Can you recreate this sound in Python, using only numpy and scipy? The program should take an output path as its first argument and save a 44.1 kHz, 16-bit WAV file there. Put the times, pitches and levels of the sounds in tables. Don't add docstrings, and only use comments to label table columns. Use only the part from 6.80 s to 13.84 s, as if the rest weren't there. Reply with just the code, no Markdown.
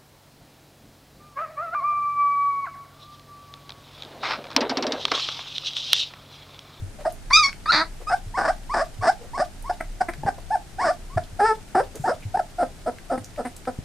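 import sys
import numpy as np
from scipy import signal
from scipy.fft import rfft, irfft
from scipy.io import wavfile
from scipy.ndimage import map_coordinates

SR = 44100
rng = np.random.default_rng(int(sys.argv[2]) if len(sys.argv) > 2 else 0)


def waveform_to_disk(signal):
    frames = np.transpose(np.atleast_2d(signal))
    scaled = np.clip(frames, -1, 1) * 32767
    samples = np.round(scaled).astype(np.int16)
    wavfile.write(sys.argv[1], SR, samples)


N = 310464

# (time [s], level [dB])
RUMBLE_LEVEL = [(3.6, -40), (6.5, -47)]
# (frequency [Hz], relative density [dB])
HISS_SPECTRUM = [(12, -29), (20, 1), (46, -3), (352, -15.5), (505, -19.5), (725, -18), (1070, -25.5),
                 (1450, -23), (3000, -29.5), (9130, -31.5), (13900, -45.5), (15500, -67)]
HISS_DB = -46
# (time [s], level [dB])
RUSTLE_LEVEL = [(0, -57), (.6, -50.5), (3, -50.5), (7.04, -50)]
# (frequency [Hz], relative level [dB])
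RUSTLE_SPECTRUM = [(150, 13.5), (400, -17), (3000, -0.5), (8000, -9), (14000, -15.5)]
# (frequency [Hz], shared power [0-1])
STEREO_LIKENESS = [(200, 0.67), (4000, 0.25), (12000, 0.8)]

# (time [s], level before the rise [dB], ring [Hz], t60 [s])
PAW_BUMPS = [(0.021, -21.5, 96.4, 0.16), (1.463, -29, 102.5, 0.2), (2.189, -25, 102.6, 0.22),
             (3.381, -29.5, 145, 0.17), (3.453, -9.5, 140, 0.021), (4.363, -11, 102.5, 0.063),
             (4.527, -28.5, 101, 0.12), (5.197, -22.5, 141, 0.071), (5.453, -21, 102.5, 0.19),
             (6.401, -29.5, 103, 0.16), (6.988, -4, 112, 0.012)]
# (time [s], level before tick_db [dB], ring [Hz])
CLAW_TICKS = [(0.324, -31.5, 9800), (0.7291, -27, 1915), (2.824, -35, 9850), (3.336, -24, 1900),
              (4.438, -35, 3450), (5.1557, -26, 7400), (6.1846, -31, 1760), (6.4445, -28, 6000),
              (6.561, -32.5, 2400), (6.765, -27, 7560), (6.8536, -30, 1940)]
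# (time [s], length [s], level before the stroke envelope [dB], centre [Hz])
CARPET_SCUFFS = [(0.181, 0.055, -39.5, 600), (1.199, 0.036, -42, 515), (2.386, 0.1, -44.5, 477),
                 (3.578, 0.017, -39.5, 630), (5.139, 0.048, -38.5, 454), (5.15, 0.17, -53, 7250),
                 (5.416, 0.036, -48, 2330)]

# (frequency [Hz], relative gain [dB])
SHUT_THROAT = [(40, -15.5), (250, 0.5), (500, 1), (740, 8), (1050, -14), (1350, -9.5), (1750, -13.5),
               (2020, -23.5), (3000, -43.5), (4000, -47), (5100, -32), (6400, -49.5), (8500, -41.5),
               (12000, -80)]
# (frequency [Hz], relative gain [dB])
OPEN_THROAT = [(60, -8), (300, 0.5), (450, -11), (650, -0.5), (950, 5.5), (1500, 7), (1950, 8), (2400, 3),
               (3050, -22.5), (3750, -2.5), (4600, 1), (5400, -1.5), (6100, -10), (6900, -18), (12000, -51)]
# (frequency [Hz], gain added to the open throat [dB])
TIGHT_THROAT = [(300, 4), (600, 2.5), (1500, 3), (2400, -1.5), (3750, 7), (4600, 8.5), (5400, -8.5),
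                (6100, -4.5), (9000, 5)]
# (frequency [Hz], gain added to the shut throat [dB])
AJAR_MOUTH = [(400, 0), (720, -1), (1050, 3.5), (1700, 0), (2200, -3.5), (3000, 0), (5200, 3), (8000, 1)]
# (frequency [Hz], relative gain [dB])
NOSE_PASSAGE = [(80, -39), (270, 7.5), (450, -7), (700, 5.5), (1150, -12), (2100, -10), (3300, -46),
                (9000, -46)]
# (frequency [Hz], relative level [dB])
BREATH_SPECTRUM = [(300, -14), (1500, -6), (3000, -8), (5200, -9), (6500, -24), (8800, 1.5), (14000, -30)]
# (time [s], gain above 3.5 kHz [dB])
LIP_OPENING = [(1.3, -1), (2.5, 5), (4.6, 2), (6, 6)]
# (time [s], gain at NASAL_HZ [dB])
NASAL_GAIN = [(4, -15), (4.6, 2.5), (6.3, 11)]
NASAL_HZ, NASAL_WIDTH_HZ = 1328, 71

# (start [s], length [s], rasp level [dB], clear end level [dB], first pitch [Hz], lowest pitch [Hz],
# last pitch [Hz], added roughness of the rasp [0-1], brightness before the final dulling [dB])
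YELP_EVENTS = [(0.249, 0.036, -24.5, -19, 940, 597, 718, 0.65, 6),
               (1.296, .055, -22.5, -16, 838, 682, 792, 0.82, 18),
               (1.572, 0.14, -21.5, -17.5, 798.8, 587, 810, 1, 18),
               (1.938, 0.093, -21, -20, 830, 546, 710, 0.84, 17),
               (2.225, .081, -20, -12.5, 759, 656, 812, 0.77, 16.5),
               (2.575, .057, -23, -18, 780, 576, 773, 0.85, 11),
               (2.896, 0.021, -20, -20, 710, 686, 884, 0.65, 6.5),
               (4.04, .077, -20, -18.5, 734, 579, 750, 0.28, 13.5),
               (5.276, .051, -17.5, -21, 846, 453.4, 718, 0.65, 5.5)]
RECOVER_S, CLEAR_S = .031, 0.015
RASP_SPLIT, CLEAR_ROUGH, CLEAR_DULL_DB = 0.39, 0.04, -11
THROB_DB, THROB_HZ = 4, 55.7
PUFF_DB, PUFF_S, PUFF_HZ, PUFF_SHARPNESS = -51, 0.039, 3500, 1.8
# (time [s], pitch [Hz], fundamental level [dB], overtones over it [dB])
SCREAM_CURVE = [(0.505, 970, -22, -6), (0.513, 1030, -20.5, -19), (0.525, 1130, -23, -12),
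                (0.535, 1188, -27, 16), (0.559, 1223, -23, 12.5), (0.573, 1306, -17.5, 2.5),
                (0.593, 1213, -20.5, 3.5), (0.617, 1235, -21.5, -7.5), (0.641, 1094, -27.5, 10.5),
                (0.663, 1123, -27, 8), (0.676, 1081, -37, 4)]
CATCH_S, GASP_S, GASP_DB = 0.0039, .026, -37
# (time [s], level [dB], pitch [Hz], split [0-1], roughness [0-1], brightness [dB])
SHRIEK_CURVE = [(0.86, -15.5, 1115, 0.62, 0.55, -11), (.868, -32, 1198, 0.2, 0.05, -12),
                (.894, -17, 1323, 0, 0.08, -9), (.91, -12.5, 1442, 0, 0.07, -7),
                (.915, -47, 1467, 0.2, 0.43, -22), (0.92, -16, 572, 0.06, 0.98, 2),
                (0.962, -18, 618, 1, 0.33, 2), (1.018, -21, 638, 0.84, 0.29, -9.5),
                (1.044, -39, 775, .4, 0.2, -17)]
SHRIEK_THROB_DB, SHRIEK_SWAY = 2.5, 0.0406
# (start [s], length [s], level after the swell [dB],
# first pitch [Hz], top pitch [Hz], roughness [0-1], brightness [dB])
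WHISTLE_EVENTS = [(1.269, 0.0324, -25.5, 1200, 1283, 0.03, 10), (1.539, 0.034, -28.5, 870, 1140, 0, -6),
                  (1.893, 0.049, -28, 932, 1244, 0, -11), (2.211, 0.019, -30.5, 1070, 1190, 0.06, 0),
                  (2.532, 0.038, -30, 850, 1140, 0.02, -10), (2.84, 0.05, -36.5, 860, 1147, 0, -15),
                  (3.984, 0.058, -23.5, 731, 1136, 0.18, 9), (4.297, 0.062, -46, 990, 1160, 0, -13)]
SWELL_DB, SWELL_S = -7, 0.007
# (start [s], length [s], first level [dB], pitch [Hz], split [0-1],
# roughness [0-1], first brightness [dB])
GRUNT_EVENTS = [(3.006, 0.012, -20, 667, 0.05, 0.37, 13.5), (3.285, 0.023, -22, 687, 1, 0.34, 10.5),
                (6.376, 0.0166, -25.5, 532, 1, 0.28, 0.5), (6.65, 0.038, -26.5, 486.5, 0.98, 0.34, 3)]
GRUNT_FADE_DB, GRUNT_DULL_DB = -21, -11
# (start [s], length [s], level before swell and ring [dB], first, middle, last pitch [Hz],
# split [0-1], roughness [0-1], brightness [dB])
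HOOT_EVENTS = [(3.206, .017, -13, 787, 735, 793, 0.21, 0.36, 11),
               (3.432, 0.009, -19, 875, 840, 790, .03, 0.37, -8),
               (3.459, 0.037, -15.5, 913, 819, 672, .07, 0.59, 5),
               (3.705, .058, -15.5, 722, 881, 653, 0.014, 0.044, -3.5),
               (4.372, 0.014, -13, 770, 701, 700, .08, 0.49, 7),
               (5.24, .039, -15, 720, 890, 900, 0.15, 0.23, -2),
               (5.542, 0.022, -15, 714, 763, 820, 0.25, 0.24, -4),
               (5.57, 0.0095, -14, 826, 827, 866, 0.48, 0.3, -4),
               (5.588, 0.018, -14, 898, 737, 574, 0.11, 0.074, -1.5)]
HOOT_RING = 0.72
# (time [s], level [dB], pitch [Hz], split [0-1], roughness [0-1],
# brightness [dB])
MOAN_CURVES = [
    [(4.592, -22, 687, 0, 0.2, 1), (4.601, -18.5, 825, 0.44, 0.5, 9.5),
     (4.62, -15.5, 808, 0.63, 0.11, -1.5), (4.649, -15, 865, 0.74, 0.04, 0.5),
     (4.664, -20, 918, 1, 0.13, 30), (4.718, -19, 857, 0.93, 0, 0.5), (4.735, -32, 930, 1, 0.1, -7)],
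    [(4.949, -13.5, 854, 0.16, 0.65, -2), (4.965, -17.5, 698, 1, 0.28, 3.5),
     (4.997, -16, 812, 0.78, 0.3, 3), (5.022, -25.5, 1282, 1, .24, -6)],
]
# (start [s], time to the drop [s], length [s], level at the drop [dB], upper pitch [Hz],
# lower pitch [Hz], brightness [dB])
GROAN_EVENTS = [(5.784, .043, 0.059, -16.5, 708.5, 515, -2), (6.06, 0.0154, 0.042, -20.5, 640, 483, -3.5),
                (6.299, 0.018, 0.064, -20, 677, 518.3, -3.5), (6.576, .019, 0.0478, -24.5, 599, 458, -3.5),
                (6.872, 0.0021, 0.032, -21, 506, 499, -2)]
GROAN_SWELL_DB, GROAN_FADE_DB, DROP_S = -7.5, -8.5, 0.0016

# (frequency [Hz], t60 [s], relative level [dB])
ROOM_DECAY = [(150, 0.18, -4), (724, 0.16, -4), (1540, 0.12, -2.5), (2500, 0.17, -5.5), (8000, 0.12, 3.5)]
# (frequency [Hz], left minus right [dB])
CHANNEL_BALANCE = [(100, 1.1), (500, -0.3), (1200, 0.2), (2400, 2.5), (4800, -3), (8000, 0)]
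EDGE_HZ = 15400


def amp(db):
    return 10 ** (np.asarray(db) / 20)


def unit(x):
    return x / np.sqrt(np.mean(x ** 2) + 1e-20)


def read(points, hz):
    f, value = np.transpose(points)
    return np.interp(np.log(hz + 1), np.log(f + 1), value)


def add(mix, s, sound):
    part = mix[max(round(s * SR), 0):][:len(sound)]
    part += sound[:len(part)]


def colour(x, points, size=2048):
    log_gain = np.log(amp(read(points, abs(np.fft.fftfreq(size, 1 / SR)))))
    taps = np.fft.ifft(np.exp(np.conj(signal.hilbert(log_gain)))).real
    return signal.fftconvolve(x, taps[:size // 2])[:len(x)]


def band_noise(size, hz, sharpness):
    f = np.fft.rfftfreq(size, 1 / SR) + 1
    resonance = 1 + 1j * sharpness * (f / hz - hz / f)
    return unit(irfft(rfft(rng.standard_normal(size)) / resonance, size))


def wide_noise(points):
    hz = np.fft.rfftfreq(N, 1 / SR)
    common, *apart = rfft(rng.standard_normal((3, N)))
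    same = np.clip(read(STEREO_LIKENESS, hz), 0, 1)
    stereo = np.sqrt(same) * common + np.sqrt(1 - same) * np.array(apart)
    return unit(irfft(stereo * amp(read(points, hz)), N))


def background(rumble_hz=31, rustle_db=-5, flicker_db=2):
    t = np.arange(N) / SR
    rumble = wide_noise([(rumble_hz / 2, -18), (rumble_hz, 0), (rumble_hz * 2, -36), (rumble_hz * 10, -90)])
    hiss = wide_noise([(30, -31)] + [(max(hz, 70), db) for hz, db in HISS_SPECTRUM if hz > 40])
    stir_db = np.interp(t, *np.transpose(RUSTLE_LEVEL)) + flicker_db * band_noise(N, 19.0, 1.0)
    rustle = amp(stir_db + rustle_db) * wide_noise(RUSTLE_SPECTRUM)
    rumble_db = np.interp(t, *np.transpose(RUMBLE_LEVEL))
    return amp(rumble_db) * rumble + amp(HISS_DB) * hiss + rustle


def paws(rise_s=0.002, scuff_sharpness=4.7, tick_sharpness=4.3, tick_db=-7, tick_t60_s=0.022):
    out, t = np.zeros(N), np.arange(SR // 3) / SR
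    for s, db, hz, t60_s in PAW_BUMPS:
        decay = amp(db - 60 * t / t60_s)
        add(out, s, decay * (1 - np.exp(-t / rise_s)) * np.sin(2 * np.pi * hz * t))
    for s, db, hz in CLAW_TICKS:
        decay = amp(db + tick_db - 60 * t / tick_t60_s)
        add(out, s, decay * band_noise(len(t), hz, tick_sharpness))
    for s, length_s, db, hz in CARPET_SCUFFS:
        stroke = np.sqrt(np.hanning(int(length_s * SR)))
        add(out, s, amp(db) * stroke * band_noise(len(stroke), hz, scuff_sharpness))
    return out


def folds(hz, split, rough, turbulence, jitter=0.12, shimmer=0.7, waver=.002, lurch=0.0835,
          puff_s=0.00055, size=8):
    n, rough = np.arange(len(hz)), np.clip(rough, 0, 1)
    wobble = (waver + lurch * rough) * band_noise(len(hz), 57.2, 0.95)
    turns = np.cumsum(hz * (1 + wobble)) / SR
    at = np.interp(np.arange(.5, turns[-1]), turns, n)
    late, strong = rng.standard_normal((len(at), 2)).T
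    hz, split, uneven = (np.interp(at, n, c) for c in (hz, np.clip(split, 0, 1), rough))
    at = at + jitter * uneven * late * SR / hz
    alternate = 1 - split * (np.arange(len(at)) % 2)
    height = alternate * np.exp(shimmer * uneven * strong) / np.sqrt(hz)
    near = at.astype(int)[:, None] + np.arange(-size, size + 1)
    offset = near - at[:, None]
    shapes = height[:, None] * np.sinc(offset) * np.sinc(offset / size)
    pulses = np.bincount(np.clip(near, 0, n[-1]).ravel(), shapes.ravel(), len(n))
    keep = np.exp(-2 / (puff_s * SR))
    puffs = np.sqrt(signal.lfilter([1 - keep], [1, -keep], pulses ** 2)) * rng.standard_normal(len(n))
    return turbulence * rough * puffs - pulses


def spread(x, path_s, back=.55):
    loop = np.r_[1, np.zeros(round(path_s * SR)), -np.clip(back, 0, .8)]
    return signal.lfilter(loop[::-1], loop, x)


def cry(rows, throat, turbulence, upper_hz, air_db, air_growth, lead_s=.004, size=400):
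    s, *columns = np.transpose(rows)
    s = np.sort(s)
    t = np.arange(s[0] - lead_s, s[-1] + lead_s, 1 / SR)
    level_db, hz, split, rough, bright_db = (np.interp(t, s, c) for c in columns)
    voice = colour(folds(hz, split, rough, turbulence), throat)
    voice = spread(spread(voice, .00052), .00083)
    voice = signal.sosfilt(signal.butter(2, 130, "highpass", fs=SR, output="sos"), voice)
    lower = signal.sosfiltfilt(signal.butter(N=4, Wn=upper_hz, fs=SR, output="sos"), voice)
    voice = lower + amp(bright_db) * (voice - lower)
    window = np.hanning(size) / np.hanning(size).sum()
    voice = voice / np.sqrt(abs(signal.fftconvolve(voice ** 2, window, "same")) + 1e-12)
    air = unit(colour(rng.standard_normal(len(t)), BREATH_SPECTRUM)) * amp(air_db + air_growth * (level_db + 13))
    edges = np.clip(np.minimum(t - t[0], t[-1] - t) / (2 * lead_s), 0, 1) ** 2
    return t[0], (voice * amp(level_db) + air) * edges


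def controls(*curves):
    return np.column_stack(np.broadcast_arrays(*curves))


def muzzle(s, extra=((1, 0), (2, 0)), count=160):
    hz = np.geomspace(40, 12000, count)
    lips_db, nasal_db = (np.interp(s, *np.transpose(curve)) for curve in (LIP_OPENING, NASAL_GAIN))
    nasal = nasal_db * np.exp(-((hz - NASAL_HZ) / NASAL_WIDTH_HZ) ** 2)
    gain_db = read(SHUT_THROAT, hz) + read(extra, hz) + nasal + lips_db * (hz > 3500)
    return np.column_stack([hz, gain_db])


def throb(t, count=64):
    return map_coordinates(rng.standard_normal(count), [2 * THROB_HZ * t], mode="wrap")


def yelp(start, length, rasp_db, clear_db, first_hz, low_hz, last_hz, rough, bright_db, dip_db=-2):
    t = np.arange(0, length, 1 / SR)
    turn = max(length - RECOVER_S, length / 4)
    sink = np.minimum(t / turn, 1)
    rise = np.sin(np.pi / 2 * np.maximum(t - turn, 0) / (length - turn)) ** 2
    rasp = np.clip((turn - t) / CLEAR_S + .5, 0, 1)
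    hz = first_hz + (low_hz - first_hz) * sink + (last_hz - low_hz) * rise
    throbbing_db = rasp_db + THROB_DB * rough * throb(t)
    db = rasp * throbbing_db + (1 - rasp) * (clear_db + dip_db * (1 - rise))
    return controls(start + t, db, hz, RASP_SPLIT * rasp, CLEAR_ROUGH + rough * rasp,
                    bright_db + CLEAR_DULL_DB * rise)


def puff():
    window = np.hanning(int(PUFF_S * SR))
    return amp(PUFF_DB) * window * band_noise(len(window), PUFF_HZ, PUFF_SHARPNESS)


def scream(steady_rough=0.0051, fray_rough=0.045, split=0.012):
    s, hz, low_db, over_db = np.transpose(SCREAM_CURVE)
    t = np.arange(s[0], s[-1] + GASP_S, 1 / SR)
    gasp = np.clip((t - s[-1]) / CATCH_S, 0, 1)
    loud_db = np.interp(t, s, low_db + 10 * np.log10(1 + amp(over_db) ** 2))
    fray = fray_rough * ((t - s[0]) / (s[-1] - s[0])) ** 4
    catch = np.exp(-((t - s[0]) / CATCH_S) ** 2)
    rough = steady_rough + fray + catch + gasp
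    db = loud_db + gasp * (GASP_DB - loud_db)
    return controls(t, db, np.interp(t, s, hz), split, rough, np.interp(t, s, over_db))


def shriek():
    s, *columns = np.transpose(SHRIEK_CURVE)
    t = np.arange(s[0], s[-1], 1 / SR)
    db, hz, split, rough, bright_db = (np.interp(t, s, c) for c in columns)
    beat = rough * throb(t - t[0])
    return controls(t, db + SHRIEK_THROB_DB * beat, hz * (1 + SHRIEK_SWAY * beat), split, rough, bright_db)


def swell_db(t):
    return SWELL_DB * np.exp(-t / SWELL_S)


def whistle(start, length, db, first_hz, top_hz, rough, bright_db):
    t = np.arange(0, length, 1 / SR)
    hz = first_hz + (top_hz - first_hz) * np.sin(np.pi / 2 * t / length)
    return controls(start + t, db + swell_db(t), hz, 0, rough, bright_db)


def grunt(start, length, db, hz, split, rough, bright_db):
    u = np.linspace(0, 1, int(length * SR))
    return controls(start + u * length, db + GRUNT_FADE_DB * u ** 2, hz, split, rough,
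                    bright_db + GRUNT_DULL_DB * u ** 2)


def hoot(start, length, db, first_hz, middle_hz, last_hz, split, rough, bright_db):
    u = np.linspace(0, 1, int(length * SR))
    hz = np.polyval(np.polyfit([0, .5, 1], [first_hz, middle_hz, last_hz], 2), u)
    ring_db = read(SHUT_THROAT, hz)
    level_db = db + swell_db(u * length) + HOOT_RING * (ring_db - ring_db.max())
    return controls(start + u * length, level_db, hz, split, rough, bright_db)


def groan(start, drop_at, length, db, upper_hz, lower_hz, bright_db):
    t = np.arange(0, length, 1 / SR)
    dropped = np.clip((t - drop_at) / DROP_S + .5, 0, 1)
    hz = np.interp(dropped, [0, 1], [upper_hz, lower_hz])
    split = np.interp(dropped, [0, 1], [0.37, 0.81])
    rough = np.interp(dropped, [0, 1], [0.4, 0.42])
    level_db = db + np.interp(t, [0, drop_at, length], [GROAN_SWELL_DB, 0, GROAN_FADE_DB])
    return controls(start + t, level_db, hz, split, rough, bright_db)


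def whimpers():
    out, yelps = np.zeros(N), [yelp(*row) for row in YELP_EVENTS]
    for rows in yelps:
        throat = muzzle(rows[0][0], AJAR_MOUTH)
        add(out, *cry(rows, throat, turbulence=0.37, upper_hz=935, air_db=-47, air_growth=0.69))
    for rows in [whistle(*row) for row in WHISTLE_EVENTS] + [hoot(*row) for row in HOOT_EVENTS]:
        add(out, *cry(rows, muzzle(rows[0][0]), turbulence=0.13, upper_hz=920, air_db=-47, air_growth=1.0))
    for rows in MOAN_CURVES + [groan(*row) for row in GROAN_EVENTS]:
        add(out, *cry(rows, muzzle(rows[0][0]), turbulence=0.23, upper_hz=926, air_db=-45, air_growth=0.79))
    for row in GRUNT_EVENTS:
        add(out, *cry(grunt(*row), NOSE_PASSAGE, turbulence=0.4, upper_hz=1150, air_db=-43, air_growth=.28))
    for rows in yelps + MOAN_CURVES:
        add(out, rows[-1][0], puff())
    return out


def screams():
    out = np.zeros(N)
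    tight = [(hz, db + read(TIGHT_THROAT, hz)) for hz, db in OPEN_THROAT]
    add(out, *cry(scream(), OPEN_THROAT, turbulence=1.0, upper_hz=1750, air_db=-45, air_growth=.6))
    add(out, *cry(shriek(), tight, turbulence=0.99, upper_hz=1940, air_db=-53, air_growth=0.35))
    return out


def room(x, wet_db, gap_s, apart):
    size = SR // 2
    common, *sides = rng.choice([-1., 1.], (3, size)) * (rng.random((3, size)) < 3000 / SR)
    taps = (common + apart * np.array(sides)) * (np.arange(size) > gap_s * SR)
    hz, t, z = signal.stft(taps, SR, nperseg=256)
    t60_s, db = (read([(row[0], row[k]) for row in ROOM_DECAY], hz)[:, None] for k in (1, 2))
    z = z * amp(db - 60 * t / t60_s)
    tail = signal.istft(z, SR, nperseg=256)[1]
    return amp(wet_db) * signal.fftconvolve(x[None], tail / np.linalg.norm(tail[0]), axes=1)[:, :N]


def scene():
    near = screams() + whimpers() + paws()
    return near + room(near, wet_db=-4.0, gap_s=0.00622, apart=0.69) + background()


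def record(dry, wide_hz=7500, wide_db=5):
    hz = np.fft.rfftfreq(N, 1 / SR)
    lean_db, z = read(CHANNEL_BALANCE, hz), rfft(dry)
    middle = z.mean(0)
    side = (z - middle) * amp(wide_db / (1 + (wide_hz / (hz + 1)) ** 4))
    heard = irfft((middle + side) * amp([lean_db / 2, -lean_db / 2]), N)
    low_pass = signal.firwin(401, EDGE_HZ, window=("kaiser", 9), fs=SR)
    return signal.oaconvolve(heard, low_pass[None], "same")


dry = scene()
out = record(dry)
waveform_to_disk(out)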